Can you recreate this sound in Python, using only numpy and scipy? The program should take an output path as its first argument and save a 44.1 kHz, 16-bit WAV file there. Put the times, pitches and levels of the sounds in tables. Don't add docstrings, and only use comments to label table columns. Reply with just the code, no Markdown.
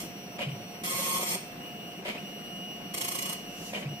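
import sys
import numpy as np
from scipy import signal
from scipy.fft import rfft, irfft
from scipy.io import wavfile
from scipy.ndimage import uniform_filter1d

SR = 44100
rng = np.random.default_rng(int(sys.argv[2]) if len(sys.argv) > 2 else 0)


def generate_wav(sig):
    pcm = np.round(np.clip(np.atleast_2d(sig).T, -1, 1) * 32767).astype(np.int16)
    wavfile.write(sys.argv[1], SR, pcm)


N = 176400
T = np.arange(N) / SR
HZ = np.fft.rfftfreq(N, 1 / SR)
DOT_HZ = 1080.7

# time in seconds, level in dB.
DENSE_LINES = [
    [(0, -37), (.07, -52.5)],
    [(.836, -33), (.93, -33), (1.02, -32.5), (1.1, -32), (1.185, -31), (1.2, -37), (1.235, -30.5),
     (1.25, -38.5), (1.285, -31), (1.325, -31.5), (1.357, -33)],
]
# time in seconds, level in dB.
SPACED_LINE = [(2.937, -30.5), (3.07, -29.5), (3.16, -30.5), (3.24, -32), (3.342, -33)]
# frequency in Hz, level in dB.
HEAD_COLOUR = [(100, -46), (200, -9), (500, 1.5), (800, -4.5), (1100, -1), (1550, -8), (2100, 0.5),
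               (2700, 0.5), (3250, -1), (3850, -0.5), (5500, -0.5), (11800, -2), (14300, -5),
               (15500, -17.5)]
# frequency in Hz, left minus right in dB.
HEAD_PAN = [(200, 2), (1200, 3), (3300, -2.5), (5400, -0.5), (6500, -5.5), (9000, -2), (12000, 2),
            (15000, -6)]
# pitch in Hz, width in Hz, level in dB, left minus right in dB.
HEAD_RINGS = [(162, 35, -19.5, -3), (504, 110, -22.5, -7), (1120, 130, -22, 15), (3220, 270, -19.5, 2.5),
              (6200, 180, -32, 4), (8760, 120, -13.5, -15), (13000, 230, -15, 4)]


def print_head(pins=16, cell_dots=6, stroke_dots=1.9, ink_chance=.4, repeat_chance=.55,
               wander_s=.000012, swell_db=5, char_hz=28.6, char_middle_s=2.947, gap_db=-17):
    dots = np.arange(int(N / SR * DOT_HZ) - 1)
    cell, column = np.divmod(dots, cell_dots)
    wander = wander_s * unit(uniform_filter1d(rng.standard_normal(len(dots)), cell_dots))
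    strikes = np.zeros((2, N))
    for pin in range(pins):
        change, ink, fresh = rng.random((3, len(dots)))
        stroke_start = np.maximum.accumulate(dots * (change < 1 / stroke_dots))
        inked = ink[stroke_start] < ink_chance
        last_fresh_cell = np.maximum.accumulate(cell * (fresh[cell] > repeat_chance))
        fires = inked[last_fresh_cell * cell_dots + column]
        times = (dots + pin / pins) / DOT_HZ + wander
        clicks = np.zeros(N)
        clicks[np.clip(np.round(times * SR).astype(int), 0, N - 1)] = fires - ink_chance / 2
        strikes += clack(clicks) * amp(swell_db * drift(14))
    strikes /= np.sqrt(uniform_filter1d(np.mean(strikes ** 2, 0), size=1500))
    sound = shaped(strikes, amp(read(HEAD_COLOUR, HZ)) * pan(read(HEAD_PAN, HZ)))
    for hz, width, db, side_db in HEAD_RINGS:
        sound += amp(db) * pan(side_db) * ring(strikes, hz, width)
    gaps = np.sin(np.pi * char_hz * (T - char_middle_s)) ** 2
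    characters = amp(gap_db * (1 + .18 * drift(char_hz)) * gaps)
    force = sum(level(line) for line in DENSE_LINES) + level(SPACED_LINE) * characters
    return amp(-1) * sound * uniform_filter1d(force, size=110)


def clack(clicks, ring_s=.0011):
    t = np.arange(512) / SR
    burst = rng.standard_normal((2, len(t))) * np.exp(-t / ring_s)
    return signal.oaconvolve(clicks[None], unit(burst), axes=1)[:, :N]


# multiple of the dot rate, level in dB, left minus right in dB.
BUZZ_TONES = [(1, -37.5, 7), (6, -68, -14), (8, -49, -15)]
# time in seconds, level in dB.
BUZZ_LEVEL = [(.835, -18), (.9, -12.5), (.97, -4.5), (1.04, -4.5), (1.15, 4.5), (1.185, -4), (1.21, -9),
              (1.35, -24), (1.38, -54)]


def pin_buzz(rough=.53):
    out = 0
    for k, db, side_db in BUZZ_TONES:
        buzz = tone(k * DOT_HZ * T, offset=.58) + rough * ring(noise(), k * DOT_HZ, 61)
        out += amp(db) * pan(side_db) * buzz
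    return level(BUZZ_LEVEL) * out


# start in seconds, seconds until it fades, level in dB, treble in dB.
FEED_BURSTS = [(0.383, 0.047, -35.5, 0.5), (2.047, 0.045, -38.5, 3), (2.075, 0.033, -40.5, 0),
               (2.143, 0.0094, -38.5, -4), (3.728, 0.028, -37, 2), (3.762, .022, -35, -18),
               (3.808, 0.027, -39.5, -12)]
# frequency in Hz, level in dB.
FEED_COLOUR = [(88, -21), (150, -3), (225, 1.5), (343, -14), (589, 2), (787, -13.5), (1160, -11),
               (1460, -16), (2360, -3), (2700, -9), (2920, -7), (4120, -18), (4460, -18.5), (5950, -24.5),
               (15000, -32)]
# time in seconds, level in dB.
SLIDE_LEVEL = [(3.48, -61), (3.67, -46), (3.73, -53), (3.82, -51.5)]
# frequency in Hz, level in dB.
PAPER_COLOUR = [(500, -21), (3000, -1.5), (6500, 5.5), (9000, -3.5), (12000, 0), (15500, -12)]


def paper_feed(teeth_per_s=2100, spread_db=3, tooth_s=.002, rise_s=.0079, fall_s=.02, treble_hz=1300):
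    teeth = rng.random(N) < teeth_per_s / SR
    force = teeth * amp(spread_db * np.clip(rng.standard_normal(N), -2, 2))
    fading_power = signal.lfilter([1], [1, -np.exp(-2 / (tooth_s * SR))], force ** 2)
    rattle = shaped(noise() * np.sqrt(fading_power), amp(read(FEED_COLOUR, HZ)))
    low = signal.sosfilt(signal.butter(1, treble_hz, fs=SR, output="sos"), rattle)
    out = level(SLIDE_LEVEL) * shaped(noise(), amp(read(PAPER_COLOUR, HZ)))
    for start, length, db, treble_db in FEED_BURSTS:
        rise = np.clip((T - start) / rise_s, 0, 1)
        fall = np.exp(-np.maximum(T - start - length, 0) / fall_s)
        out += amp(db) * rise * fall * (low + amp(treble_db) * (rattle - low))
    return out


# time in seconds, level in dB.
GEAR_HITS = [(.404, -31), (.415, -31.5), (0.431, -30), (.484, -36.5), (.516, -38), (2.069, -38),
             (2.103, -37.5), (3.747, -29), (3.772, -35), (3.826, -39)]
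# pitch in Hz, level in dB, seconds to fade by 60 dB.
GEAR_RINGS = [(3050, -7, 0.16), (2845, -3.5, 0.064), (2440, -6, 0.058)]


def feed_gear(rise_s=.0018, rough=.27, rough_hz=70):
    out = 0
    for hz, db, fade_s in GEAR_RINGS:
        power = 0
        for start, hit_db in GEAR_HITS:
            rise = np.clip((T - start) / rise_s, 0, 1)
            power += (rise * amp(hit_db - 60 * abs(T - start) / fade_s)) ** 2
        out += amp(db) * np.sqrt(power) * tone(hz * T) * (1 + rough * ring(noise(), 0, rough_hz))
    return out


# time in seconds, level in dB.
CASE_JOLTS = [(.463, -22), (.508, -25.5), (3.852, -23), (3.9, -29.5)]
# pitch in Hz, level in dB, seconds to fade by 60 dB.
CASE_RINGS = [(142.8, -3.5, 0.13), (111.3, -22.5, 0.53)]


def case_jolts():
    return blows(CASE_JOLTS, CASE_RINGS, rise_s=.017)


# time in seconds, level in dB.
ROLLER_KNOCKS = [(.389, -37), (.553, -46), (1.192, -36), (1.226, -35), (1.352, -37), (2.051, -37.5),
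                 (2.082, -37), (2.155, -45), (3.73, -39.5), (3.776, -42)]
# pitch in Hz, level in dB, seconds to fade by 60 dB.
ROLLER_RINGS = [(368, -4.5, 0.1), (539, 1.5, 0.016), (721.5, -2, 0.088), (965, -5.5, 0.11)]


def roller_knocks():
    return blows(ROLLER_KNOCKS, ROLLER_RINGS, rise_s=.0057)


# start in seconds, stop in seconds.
MOTOR_RUNS = [(-.2, 0.41), (.465, 2.05), (2.152, 3.735), (3.851, 4.53)]
# time in seconds, level in dB.
WHINE_LEVEL = [(0, -54), (.2, -59), (.8, -58), (1.57, -62), (1.635, -47), (1.98, -50), (2.28, -47.5),
               (2.42, -48.5), (2.65, -41.5), (2.88, -48.5), (3.08, -44), (3.3, -41), (3.45, -49.5),
               (4, -46.5)]
# time in seconds, level in dB.
OCTAVE_LEVEL = [(0, -53.5), (.8, -55.5), (1.7, -61), (2.3, -58), (4, -54.5)]
# multiple of the coils' cycle rate, level in dB.
STRONG_OVERTONES = [(15, -57.5), (24, -68.5), (31, -82), (33, -74), (47, -74), (48, -77), (49, -67.5),
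                    (63, -70), (78, -73), (79, -67), (80, -77), (82, -62.5)]
# frequency in Hz, level in dB.
WEAK_OVERTONES = [(3000, -68.5), (6000, -101), (7200, -102), (10000, -86.5), (12000, -74.5), (15000, -100)]
# frequency in Hz, left minus right in dB.
MOTOR_PAN = [(3000, -14), (8700, -9.5), (11500, 9), (14800, -8)]


def carriage_motor(cycle_hz=180.13, steps_per_cycle=16, ramp_s=.045, start_speed=.57,
                   waver=.00014, flutter_db=1.08, swell_db=2, rough=.072, ramp_rough=3.3):
    drive = sum(np.clip(np.minimum(T - start, stop - T) / ramp_s, 0, 1) for start, stop in MOTOR_RUNS)
    wobble = ring(noise(), 2.4, 12)[0]
    judder = .12 * (1 - drive) * ring(noise(), 0, cycle_hz)[0]
    speed = 1 - (1 - start_speed) * (1 - drive) ** 2
    cycles = np.cumsum(cycle_hz * speed * (1 + waver * wobble + judder)) / SR
    whine = level(WHINE_LEVEL) * pan(-.5) * tone(steps_per_cycle * cycles, offset=1.45)
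    overtones = level(OCTAVE_LEVEL) * pan(-4) * tone(2 * steps_per_cycle * cycles)
    strong = dict(STRONG_OVERTONES)
    for k in range(12, 86):
        db = strong.get(k, read(WEAK_OVERTONES, k * cycle_hz)) + swell_db * drift(3)
        overtones += amp(db) * pan(read(MOTOR_PAN, k * cycle_hz)) * tone(k * cycles)
    rasp = 1 + (rough + ramp_rough * (1 - drive)) * ring(noise(), 0, cycle_hz)
    return amp(flutter_db * wobble) * rasp * (drive ** .84 * whine + drive ** 3 * overtones)


def drive_drone(hz=704, db=-53.5, waver_hz=4.9, flutter_db=3):
    cycles = np.cumsum(hz + waver_hz * drift(25)) / SR
    return amp(db + flutter_db * drift(25.07)) * pan(-4) * tone(cycles, offset=.14)


# frequency in Hz, level in dB.
RUMBLE_COLOUR = [(15, -39), (33, -8.5), (65, -20.5), (95, -11), (150, 0.5), (200, 2), (260, 1), (380, -1.5),
                 (600, -4), (720, -3.5), (880, -10.5), (1800, -13), (2800, -9), (3500, -17.5),
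                 (4900, -21.5), (5700, -17.5), (6700, -30), (8700, -24), (9800, -35.5), (12000, -25.5),
                 (14000, -27), (15500, -23)]
# frequency in Hz, left minus right in dB.
RUMBLE_PAN = [(200, 1), (700, -2), (1400, 5.5), (4500, 5.5), (9000, -2.5)]
# pitch in Hz, width in Hz, level in dB, left minus right in dB.
BELT_HUM = [(184, 18, -51, -2.5), (208, 8.9, -53, 0)]


def rail_rumble(rumble_db=-44, patchy_db=1.5):
    bands = signal.stft(noise(), nperseg=512)[2]
    patches = uniform_filter1d(rng.standard_normal(bands.shape[1:]), size=12, axis=0)
    patches = unit(uniform_filter1d(patches, size=4, axis=1))
    patchy = signal.istft(bands * amp(patchy_db * patches), nperseg=512)[1][:, :N]
    rumble = shaped(patchy, amp(read(RUMBLE_COLOUR, HZ)) * pan(read(RUMBLE_PAN, HZ)))
    hum = sum(amp(db) * pan(side_db) * ring(noise(), hz, width) for hz, width, db, side_db in BELT_HUM)
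    return amp(rumble_db) * rumble + hum


# frequency in Hz, seconds to fade by 60 dB.
ROOM_FADE = [(150, 0.18), (1000, 0.31), (4000, 0.49), (14000, 0.28)]


def room(x):
    echoes = rng.standard_normal((2, SR // 2)) * (rng.random((2, SR // 2)) < .08)
    echoes[:, :128] = 0
    hz, t, bands = signal.stft(echoes, SR, nperseg=256)
    tail = signal.istft(bands * amp(-60 * t / read(ROOM_FADE, hz)[:, None]), SR, nperseg=256)[1]
    return signal.fftconvolve(x, tail / np.linalg.norm(tail[0]), axes=1)[:, :N]


# frequency in Hz, likeness (1 same, 0 unrelated).
EAR_LIKENESS = [(100, 0.96), (300, 0.96), (600, 0.69), (1200, -0.065), (2500, -0.38), (5000, -0.28),
                (15000, 0.038)]


def shaped(x, gain):
    left, other = rfft(x)
    same = np.clip(read(EAR_LIKENESS, HZ), -1, 1)
    right = same * left + np.sqrt(1 - same ** 2) * other
    return unit(irfft(np.array([left, right]) * gain, N))


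def ring(x, hz, width_hz):
    return shaped(x, 1 / (1 + ((HZ - hz) / width_hz) ** 2))


def blows(hits, rings, rise_s):
    out = np.zeros(N)
    for start, hit_db in hits:
        t = np.maximum(T[:round((start + .5) * SR)] - start, 0)
        for hz, db, fade_s in rings:
            fall_db = 60 * np.maximum(t - rise_s, 0) / fade_s
            size = np.minimum(t / rise_s, 1) * amp(hit_db + db - fall_db)
            out[:len(t)] += size * np.sin(2 * np.pi * hz * t)
    return out


def tone(cycles, offset=np.pi / 2):
    return np.sqrt(2) * np.cos(2 * np.pi * (cycles + rng.random()) + offset * np.array([[0], [1]]))


def drift(rate_hz):
    speed, phase = rng.random((2, 6))
    coarse = T[::256]
    waves = np.sin(2 * np.pi * (rate_hz * speed * coarse[:, None] + phase))
    return np.interp(T, coarse, waves.sum(1) / np.sqrt(3))


def noise():
    return rng.standard_normal((2, N))


def amp(db):
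    return 10 ** (np.asarray(db) / 20)


def unit(x):
    return x / np.sqrt(np.mean(x ** 2) + 1e-20)


def read(points, hz):
    row_hz, value = np.transpose(points)
    return np.interp(np.log(hz + 1), np.log(row_hz + 1), value)


def level(points):
    return amp(np.interp(T, *np.transpose(points), left=-150, right=-150))


def pan(db):
    gains = amp(np.array([[.5], [-.5]]) * db)
    return gains / np.sqrt(np.mean(gains ** 2, 0))


def scene(room_db=-5):
    sharp = print_head() + paper_feed()
    thuds = case_jolts() + roller_knocks()
    printing = sharp + amp(room_db) * room(sharp) + pin_buzz() + feed_gear() + thuds
    return printing + carriage_motor() + drive_drone() + rail_rumble()


def record(dry, cutoff_hz=15600):
    lowpass = signal.firwin(511, cutoff_hz, window=("kaiser", 9), fs=SR)
    return signal.oaconvolve(dry, lowpass[None], "same")


dry = scene()
out = record(dry)
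generate_wav(out)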